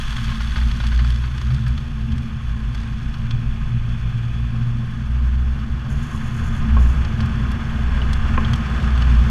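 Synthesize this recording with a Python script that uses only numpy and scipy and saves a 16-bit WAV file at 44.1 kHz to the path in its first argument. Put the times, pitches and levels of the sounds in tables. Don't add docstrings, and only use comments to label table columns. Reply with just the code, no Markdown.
import sys
import numpy as np
from scipy import signal
from scipy.fft import rfft, irfft
from scipy.io import wavfile
from scipy.ndimage import uniform_filter1d

SR = 44100
rng = np.random.default_rng(int(sys.argv[2]) if len(sys.argv) > 2 else 0)


def transcribe(u):
    v = np.clip(np.atleast_2d(u).T, -1, 1)
    q = np.round(v * 32767).astype(np.int16)
    wavfile.write(sys.argv[1], SR, q)


N = 410130
TIME = np.arange(N) / SR
FREQ = np.fft.rfftfreq(N, 1 / SR)

# time in seconds, firings per second.
ENGINE_SPEED = [(0, 55), (.7, 55.5), (1.25, 61.5), (1.7, 70), (2.1, 74.5), (2.33, 77), (2.48, 55),
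                (2.9, 56), (3.3, 58.5), (4.2, 58), (4.8, 60), (5.3, 61.5), (5.8, 67), (6.3, 75), (7, 86.5),
                (7.8, 99.5), (8.7, 98.5), (9.3, 103)]
PULSE_DB = [0.5, 1.5, -3.5, 3.5, -26, 4, 1.5, -1.5]
# time in seconds, level in dB.
GRIT_LEVEL = [(0, -43), (1.1, -49.5), (2, -54.5), (5.7, -56), (6.2, -53.5), (6.7, -53.5), (8.2, -53),
              (9.3, -51)]
# frequency in Hz, level in dB.
GRIT_TONE = [(400, -22), (1000, -3), (1700, 6), (2400, 3), (3400, 9.5), (3800, 2.5), (4500, -2.5),
             (6500, -5), (7600, -12.5), (10000, -14), (12500, -20.5), (15000, -29)]
GRAVEL_TONE = [(400, -7.5), (900, 0), (1600, 2.5), (2300, 2.5), (4500, -6), (8000, -36), (14000, -44)]
# start in seconds, level in dB, contact time in seconds, seconds until the rebound,
# rebound strength as a share of the first blow.
BUMPS = [(6.145, -27.5, .001, 0.0046, .1), (6.7664, -19.5, 0.0014, 0.00647, 0.52),
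         (8.377, -12.5, 0.00039, 0.0049, .1)]


def amp(db):
    return 10 ** (np.asarray(db) / 20)


def unit(x):
    return x / np.sqrt(np.mean(x ** 2) + 1e-20)


def curve(rows):
    return np.interp(TIME, *np.transpose(rows))


def add(mix, start_s, sound):
    part = mix[max(round(start_s * SR), 0):][:len(sound)]
    part += sound[:len(part)]


def wander(hz):
    return unit(irfft(rfft(rng.standard_normal(N)) / (1 + (FREQ / hz) ** 4), N))


def spells(rows, attack_s, release_s):
    return sum(amp(db) * np.clip((TIME - start_s) / attack_s, 0, 1)
               * np.exp(-np.maximum(TIME - start_s - length_s, 0) / release_s)
               for start_s, length_s, db in rows)


def colour(x, tone):
    # frequency in Hz, width in Hz, boost or cut in dB.
    housing = [(866, 26, 5.5), (1069, 87, 8), (1233, 82, 8), (1585, 315, 5.5), (3440, 117, 5),
               (3665, 280, -5.5), (4600, 410, 6), (4915, 390, -5), (5310, 140, 7), (6360, 180, 4.5),
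               (8500, 300, 4), (11400, 450, 4)]
    hz, db = np.transpose(tone)
    freq = np.fft.rfftfreq(len(x), 1 / SR)
    tone_db = np.interp(np.log(freq + 1), np.log(hz), db)
    housing_db = sum(boost * np.exp(-2 * ((freq - centre) / width) ** 2)
                     for centre, width, boost in housing)
    return unit(irfft(rfft(x) * amp(tone_db + housing_db), len(x)))


def burst(tone, t, decay_s, rise_s=0.00073):
    noise = colour(rng.standard_normal(len(t)), tone)
    wave = noise * np.minimum(t / rise_s, 1) * np.exp(-t / decay_s)
    return wave / abs(wave).max()


def strike(notes, t, detune=0.029, rise_s=0.00082):
    wave = np.zeros(len(t))
    for hz, fade_s, db in notes:
        pitch_hz = hz * (1 + detune * (2 * rng.random() - 1))
        wave += amp(db - 60 * t / fade_s) * np.sin(2 * np.pi * pitch_hz * t)
    wave *= 1 - np.exp(-(t / rise_s) ** 2)
    return wave / abs(wave).max()


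def ring(drive, resonances, hold_s):
    power = sum((amp(db) / (1 + (2 * (FREQ - hz) / width) ** 2)) ** 2 for hz, width, db in resonances)
    wave = signal.hilbert(irfft(rfft(drive) * np.sqrt(power), N))
    span = max(int(hold_s * SR), 1)
    local_power = uniform_filter1d(uniform_filter1d(abs(wave) ** 2, span), span)
    return unit(wave.real / np.sqrt(abs(local_power) + 1e-20))


def swell(rows, build_up_s=0.04):
    return uniform_filter1d(amp(curve(rows)), round(build_up_s * SR))


def by_speed(rolling_db, doubling_db):
    # time in seconds, speed as a multiple of the slow roll.
    road_speed = [(0, .62), (1, .93), (3, 1), (5.4, 1.05), (6.8, 1.6), (7.7, 1.7), (8.4, 2), (9.3, 1.95)]
    return rolling_db + doubling_db * np.log2(np.maximum(curve(road_speed), 1e-2))


def throttle(full_hz_per_s=15.3):
    rise_hz_per_s = uniform_filter1d(np.gradient(curve(ENGINE_SPEED), TIME), size=SR // 4)
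    return np.clip(rise_hz_per_s / full_hz_per_s, 0, 1)


def jolts(width_s=0.23):
    shaking = sum(amp(db) * np.exp(-((TIME - bump_s) / width_s) ** 2) for bump_s, db, *_ in BUMPS)
    return shaking / shaking.max()


def thin_rush():
    # time in seconds, level in dB.
    level = [(2.4, -53), (4.4, -49), (5.1, -62.5)]
    # frequency in Hz, level in dB.
    tone = [(1900, -16), (2480, 2), (2900, -8.5), (3450, -2), (4000, -41)]
    return amp(curve(level)) * colour(rng.standard_normal(N), tone)


def hiss(firings, puff_db=3.0, lag_cycles=0.37, grains_per_s=3500, rasp_db=1.5):
    # start in seconds, length in seconds, level in dB.
    hisses = [(5.882, 0.68, -56.5), (6.782, 0.12, -55.5)]
    # frequency in Hz, level in dB.
    tone = [(4000, -18), (6800, 10), (7800, -5), (9900, -0.5), (12500, -10), (15000, -15)]
    level = np.zeros(N)
    for row in hisses:
        cycles = (firings - np.interp(row[0], TIME, firings)) / len(PULSE_DB)
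        puffs = amp(puff_db * np.cos(2 * np.pi * (cycles - lag_cycles)))
        level += spells([row], attack_s=0.018, release_s=0.12) * puffs
    fizz = rng.standard_normal(N) * (rng.random(N) < grains_per_s / SR)
    return level * amp(rasp_db * wander(60)) * colour(fizz, tone)


def tyres(flutter_db=1.0, heave_db=1.2, grains_per_s=2500, size_db=1.5, clump_db=1.1, grit_db=5):
    # frequency in Hz, level in dB.
    roar_tone = [(300, -14), (600, -12), (950, -1), (1700, 0), (2000, -4), (2700, -3.5), (3500, -9),
                 (3900, -19.5), (7000, -24.5), (12000, -49.5), (15000, -71)]
    rumble_tone = [(20, -25), (150, 8.5), (280, 0.5), (370, 3), (560, -3), (750, 0), (1000, -14),
                   (2000, -42.5)]
    grit = amp(curve(GRIT_LEVEL))
    roar_level = np.hypot(amp(by_speed(-45, 11.3)), amp(3) * grit)
    roar = roar_level * amp(flutter_db * wander(25)) * colour(rng.standard_normal(N), roar_tone)
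    rumble_level = amp(by_speed(-48.5, 10) + heave_db * wander(8.7))
    rumble = rumble_level * colour(rng.standard_normal(N), rumble_tone)
    sizes = amp(size_db * np.minimum(rng.exponential(1, N), 6)) * rng.choice([-1, 1], N)
    grains = unit(sizes * (rng.random(N) < grains_per_s / SR))
    smooth_tread = 0.6 * rng.standard_normal(N)
    crunch = (grains + smooth_tread) * amp(clump_db * wander(32))
    return roar + rumble + amp(grit_db) * grit * colour(crunch, GRIT_TONE)


def sand(snaps_per_s=400, grain_kinds=6, size_db=4.2, clump_db=1.8, muffle_hz=9000, stray_db=-61):
    # start in seconds, length in seconds, level in dB.
    patches = [(0, 1.13, -45), (1.38, 0.27, -55), (2.7, 0.071, -49), (8.6, 1.3, -48.5)]
    snaps, t = np.zeros(N), np.arange(1024) / SR
    clumps = amp(clump_db * np.clip(wander(25), -2, 1))
    for _ in range(grain_kinds):
        sizes = clumps * amp(size_db * np.minimum(rng.exponential(1, N), 3))
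        clicks = sizes * (rng.random(N) < snaps_per_s / grain_kinds / SR)
        snaps += signal.oaconvolve(clicks, burst(GRIT_TONE, t, decay_s=0.0016))[:N]
    muffled = signal.sosfilt(signal.butter(2, muffle_hz, fs=SR, output="sos"), snaps)
    return (spells(patches, attack_s=0.063, release_s=0.19) + amp(stray_db)) * unit(muffled)


def gravel(crunch_db=5.5, ring_db=-3):
    # start in seconds, level in dB.
    crunches = [(0.1224, -32), (0.1803, -31), (0.2672, -32), (0.279, -31), (0.291, -33), (0.3173, -31),
                (0.404, -31.5), (0.5577, -26.5), (0.582, -30), (0.613, -30), (0.801, -28), (0.8368, -30.5),
                (0.919, -30), (0.99, -29), (1.046, -31), (1.238, -33), (1.504, -34), (1.581, -40),
                (1.664, -34), (8.444, -31)]
    # pitch in Hz, seconds to fade by 60 dB, level in dB.
    arch_notes = [(1170, 0.062, -8), (1582, 0.055, 1)]
    out, t = np.zeros(N), np.arange(2048) / SR
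    for start_s, db in crunches:
        ringing = amp(ring_db) * strike(arch_notes, t, detune=0.127)
        crunch = amp(crunch_db) * burst(GRAVEL_TONE, t, decay_s=0.014)
        add(out, start_s, amp(db) * (crunch + ringing))
    return out


def stones(skip_s=0.0044, skip_share=0.56, pivot_hz=5000):
    # start in seconds, ping level in dB, ping pitch in Hz, crack level in dB,
    # the crack's tilt towards the treble in dB per octave.
    flicks = [(0.166, -23, 3250, -29.5, -2), (0.567, -36, 3320, -29, -5), (0.7132, -30, 3320, -30, -7),
              (0.868, -31, 3280, -28, 0), (1.0755, -40, 3300, -33, -7), (1.103, -31, 3250, -31, 0),
              (1.379, -35, 3460, -32.5, -4), (1.414, -36, 3400, -31.5, -7), (1.5457, -37, 3400, -34, -2),
              (1.68, -38, 3400, -38, 6), (1.7774, -34, 3500, -31, -5), (2.12, -37, 3160, -35, -5),
              (2.18, -38, 3370, -35.5, -2), (2.7473, -31, 3430, -32.5, -1), (3.141, -37, 3360, -37, -6),
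              (3.309, -20.5, 3320, -29.5, -3.5), (7.049, -38, 3334, -31.5, -8),
              (7.2054, -30, 3280, -26, -3.5), (7.258, -41, 3280, -40, 7), (7.5154, -33, 3400, -37.5, 11),
              (8.017, -22, 2980, -40, -3), (8.1315, -28, 3430, -26, 1), (8.448, -19, 3200, -32, -9),
              (8.5339, -19.5, 3250, -24.5, -2), (8.558, -38, 3300, -34, 3), (8.9765, -28, 3260, -37, 2),
              (9.021, -26, 3000, -28, -8)]
    # multiple of the ping's pitch, seconds to fade by 60 dB, level in dB.
    ping_notes = [(1, 0.018, 4), (1.32, 0.028, -18.5)]
    # frequency in Hz, level in dB.
    crack_tone = [(700, -14), (2000, -17), (3400, 7), (5500, 0.5), (9000, -9), (12500, -19.5), (15000, -32)]
    out, t = np.zeros(N), np.arange(2048) / SR
    for start_s, ping_db, ping_hz, crack_db, tilt in flicks:
        notes = [(ping_hz * ratio, fade_s, db) for ratio, fade_s, db in ping_notes]
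        tone = [(hz, db + tilt * np.log2(hz / pivot_hz)) for hz, db in crack_tone]
        thud = amp(crack_db + 3) * burst(GRAVEL_TONE, t, decay_s=0.0053)
        add(out, start_s, thud)
        for delay_s, share in [(0, 1), (skip_s, skip_share)]:
            crack = amp(crack_db + 1) * burst(tone, t, decay_s=0.0033, rise_s=0.00013)
            ping = amp(ping_db - 3) * strike(notes, t)
            add(out, start_s + delay_s, share * (ping + crack))
    return out


def mount_knocks(ring_db=1, thud_db=-6):
    # pitch in Hz, seconds to fade by 60 dB, level in dB.
    mount_notes = [(535, 0.043, -8), (740, 0.07, -14), (1063, 0.051, 5.5), (1310, 0.03, -10),
                   (1570, 0.039, -2.5), (2400, 0.027, -2.5), (2810, 0.012, 0)]
    # frequency in Hz, level in dB.
    thud_tone = [(120, -1), (450, 15), (1100, 2), (3000, -14), (4500, -33), (12000, -60)]
    out, t = np.zeros(N), np.arange(SR // 10) / SR
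    for start_s, bump_db, contact_s, rebound_s, rebound_share in BUMPS:
        notes = [(hz, fade_s, db - 10 * np.log10(1 + (hz * contact_s) ** 2))
                 for hz, fade_s, db in mount_notes]
        for delay_s, share in [(0, 1), (rebound_s, rebound_share)]:
            ringing = amp(ring_db) * strike(notes, t, rise_s=contact_s)
            thud = amp(thud_db) * burst(thud_tone, t, decay_s=0.01, rise_s=contact_s)
            add(out, start_s + delay_s, share * amp(bump_db) * (ringing + thud))
    return out


def count_firings(waver=0.0035):
    return np.cumsum(curve(ENGINE_SPEED) * (1 + waver * wander(7.9))) / SR


def tailpipe(firings, burble_db=4.5, burble_hz=7):
    # vibrations per engine cycle, level in dB off the throttle, dB added at full throttle.
    notes = [(7, -37, 0), (8, -39, 6.5), (14, -42, 6.5), (16, -37, 5.5), (26, -44.5, 7)]
    # frequency in Hz, boost or cut in dB.
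    muffler = [(48, 6), (62, -9.5), (78, 7.5), (96, -7), (108, -6), (136, 0.5), (150, -1), (172, -15.5),
               (215, -3), (250, -7), (285, -25)]
    firing_hz, load = curve(ENGINE_SPEED), throttle()
    out = np.zeros(N)
    for per_cycle, db, load_db in notes:
        per_firing = round(per_cycle) / len(PULSE_DB)
        passed = amp(np.interp(per_firing * firing_hz, *np.transpose(muffler)))
        level_db = db + load_db * load + burble_db * wander(burble_hz)
        out += passed * amp(level_db) * np.sin(2 * np.pi * (per_firing * firings + rng.random()))
    return np.sqrt(2) * out


def exhaust(firings, rough_db=1):
    count = np.floor(firings).astype(int)
    strength_db = np.array(PULSE_DB)[count % len(PULSE_DB)] + rough_db * rng.standard_normal(N)[count]
    pulses = np.diff(count, prepend=0) * amp(strength_db)
    return unit(pulses - pulses.mean())


def bodywork(pulses, clean_road_db=-69.5, grit_share=0.69):
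    # pitch in Hz, width in Hz, level in dB.
    sway = [(18.9, 8.6, 17), (38, 18, -13)]
    boom = [(59.74, 6.7, 0)]
    throb = [(81.4, 10, -8.5), (83.3, 0.86, -1)]
    drone = [(120.3, 5.9, 0)]
    growl = [(136.2, 10.7, 1), (164.4, 16.5, -5.5)]
    hum = [(219.95, 15.9, 2.5), (243.2, 19.8, -7.5)]
    mutter = [(332, 48, 0)]
    # time in seconds, level in dB.
    boom_level = [(0.0, -31.5), (0.26, -27.5), (0.67, -15.5), (0.72, -22), (1.01, -13.5), (1.4, -27),
                  (1.47, -18), (1.63, -27), (1.71, -18), (1.84, -30.5), (2.05, -22.5), (2.35, -39),
                  (2.48, -21.5), (3.16, -31.5), (3.26, -29), (3.39, -34), (3.42, -29), (4.01, -27),
                  (4.17, -40), (4.4, -21), (4.77, -42), (5.2, -16.5), (5.49, -18), (5.57, -25), (5.75, -22),
                  (5.88, -40), (5.96, -18), (6.06, -42), (6.63, -29), (6.76, -9.5), (7.07, -21), (7.1, -30),
                  (7.51, -20.5), (7.59, -33), (7.8, -21), (7.95, -19), (8.7, -26.5), (8.73, -20.5),
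                  (9.22, -11), (9.3, -23)]
    drone_level = [(0, -50), (.22, -24), (.4, -36.5), (1.1, -27), (1.38, -30), (1.48, -23), (1.66, -19.5),
                   (1.84, -48), (2.05, -26), (2.3, -30.5), (3.15, -32), (3.35, -20), (3.56, -33.5),
                   (3.76, -20.5), (3.97, -28.5), (4.17, -21), (4.4, -27), (4.66, -20), (4.9, -27),
                   (5.3, -35), (6.05, -35), (6.3, -28), (7.05, -29), (7.22, -23), (7.65, -32), (8.35, -35),
                   (8.52, -20.5), (8.65, -35.5), (9.3, -24.5)]
    growl_level = [(0, -36.5), (2.7, -39.5), (3.4, -32), (4.2, -34), (4.9, -35.5), (6.4, -36.5), (9.3, -29)]
    hum_level = [(.08, -41), (.24, -32), (.52, -37), (.76, -33), (1.1, -37.5), (1.45, -41), (1.9, -39.5),
                 (2.17, -27.5), (2.42, -40), (2.6, -35.5), (3.7, -36), (4.25, -41), (4.55, -33),
                 (5.35, -36.5), (6.25, -32.5), (6.48, -33), (6.69, -25.5), (6.95, -35), (7.25, -27.5),
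                 (7.55, -31), (8.2, -33), (8.4, -26), (8.7, -31.5), (9.3, -28.5)]
    jolt = jolts()
    rough_db = grit_share * (curve(GRIT_LEVEL) - clean_road_db)
    shake = amp(by_speed(-6, 9) + rough_db) * rng.standard_normal(N)
    drive = pulses + shake
    sway_db = -29.5 + 10 * jolt + 3 * wander(0.91)
    out = amp(0.57) * swell(boom_level) * ring(pulses + amp(-8 + 14 * jolt) * shake, boom, hold_s=0.055)
    out += amp(-0.25) * swell(drone_level) * ring(pulses + amp(-8) * shake, drone, hold_s=0.12)
    out += swell(hum_level) * ring(drive, hum, hold_s=0.17)
    out += amp(by_speed(-36, 6.3) + 6 * jolt) * ring(drive, throb, hold_s=0.2)
    out += swell(growl_level) * ring(drive, growl, hold_s=0.2)
    out += amp(-61 + 5 * throttle()) * ring(drive, mutter, hold_s=0.57)
    return out + amp(sway_db) * ring(drive, sway, hold_s=0.12)


def scene():
    firings = count_firings()
    engine = bodywork(exhaust(firings)) + tailpipe(firings)
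    road = tyres() + sand() + gravel() + stones() + mount_knocks()
    return (engine + road + thin_rush() + hiss(firings))[None]


def record(dry):
    low_pass = signal.firwin(511, 15000, window=("kaiser", 9), fs=SR)
    return signal.oaconvolve(dry, low_pass[None], "same")


dry = scene()
out = record(dry)
transcribe(out)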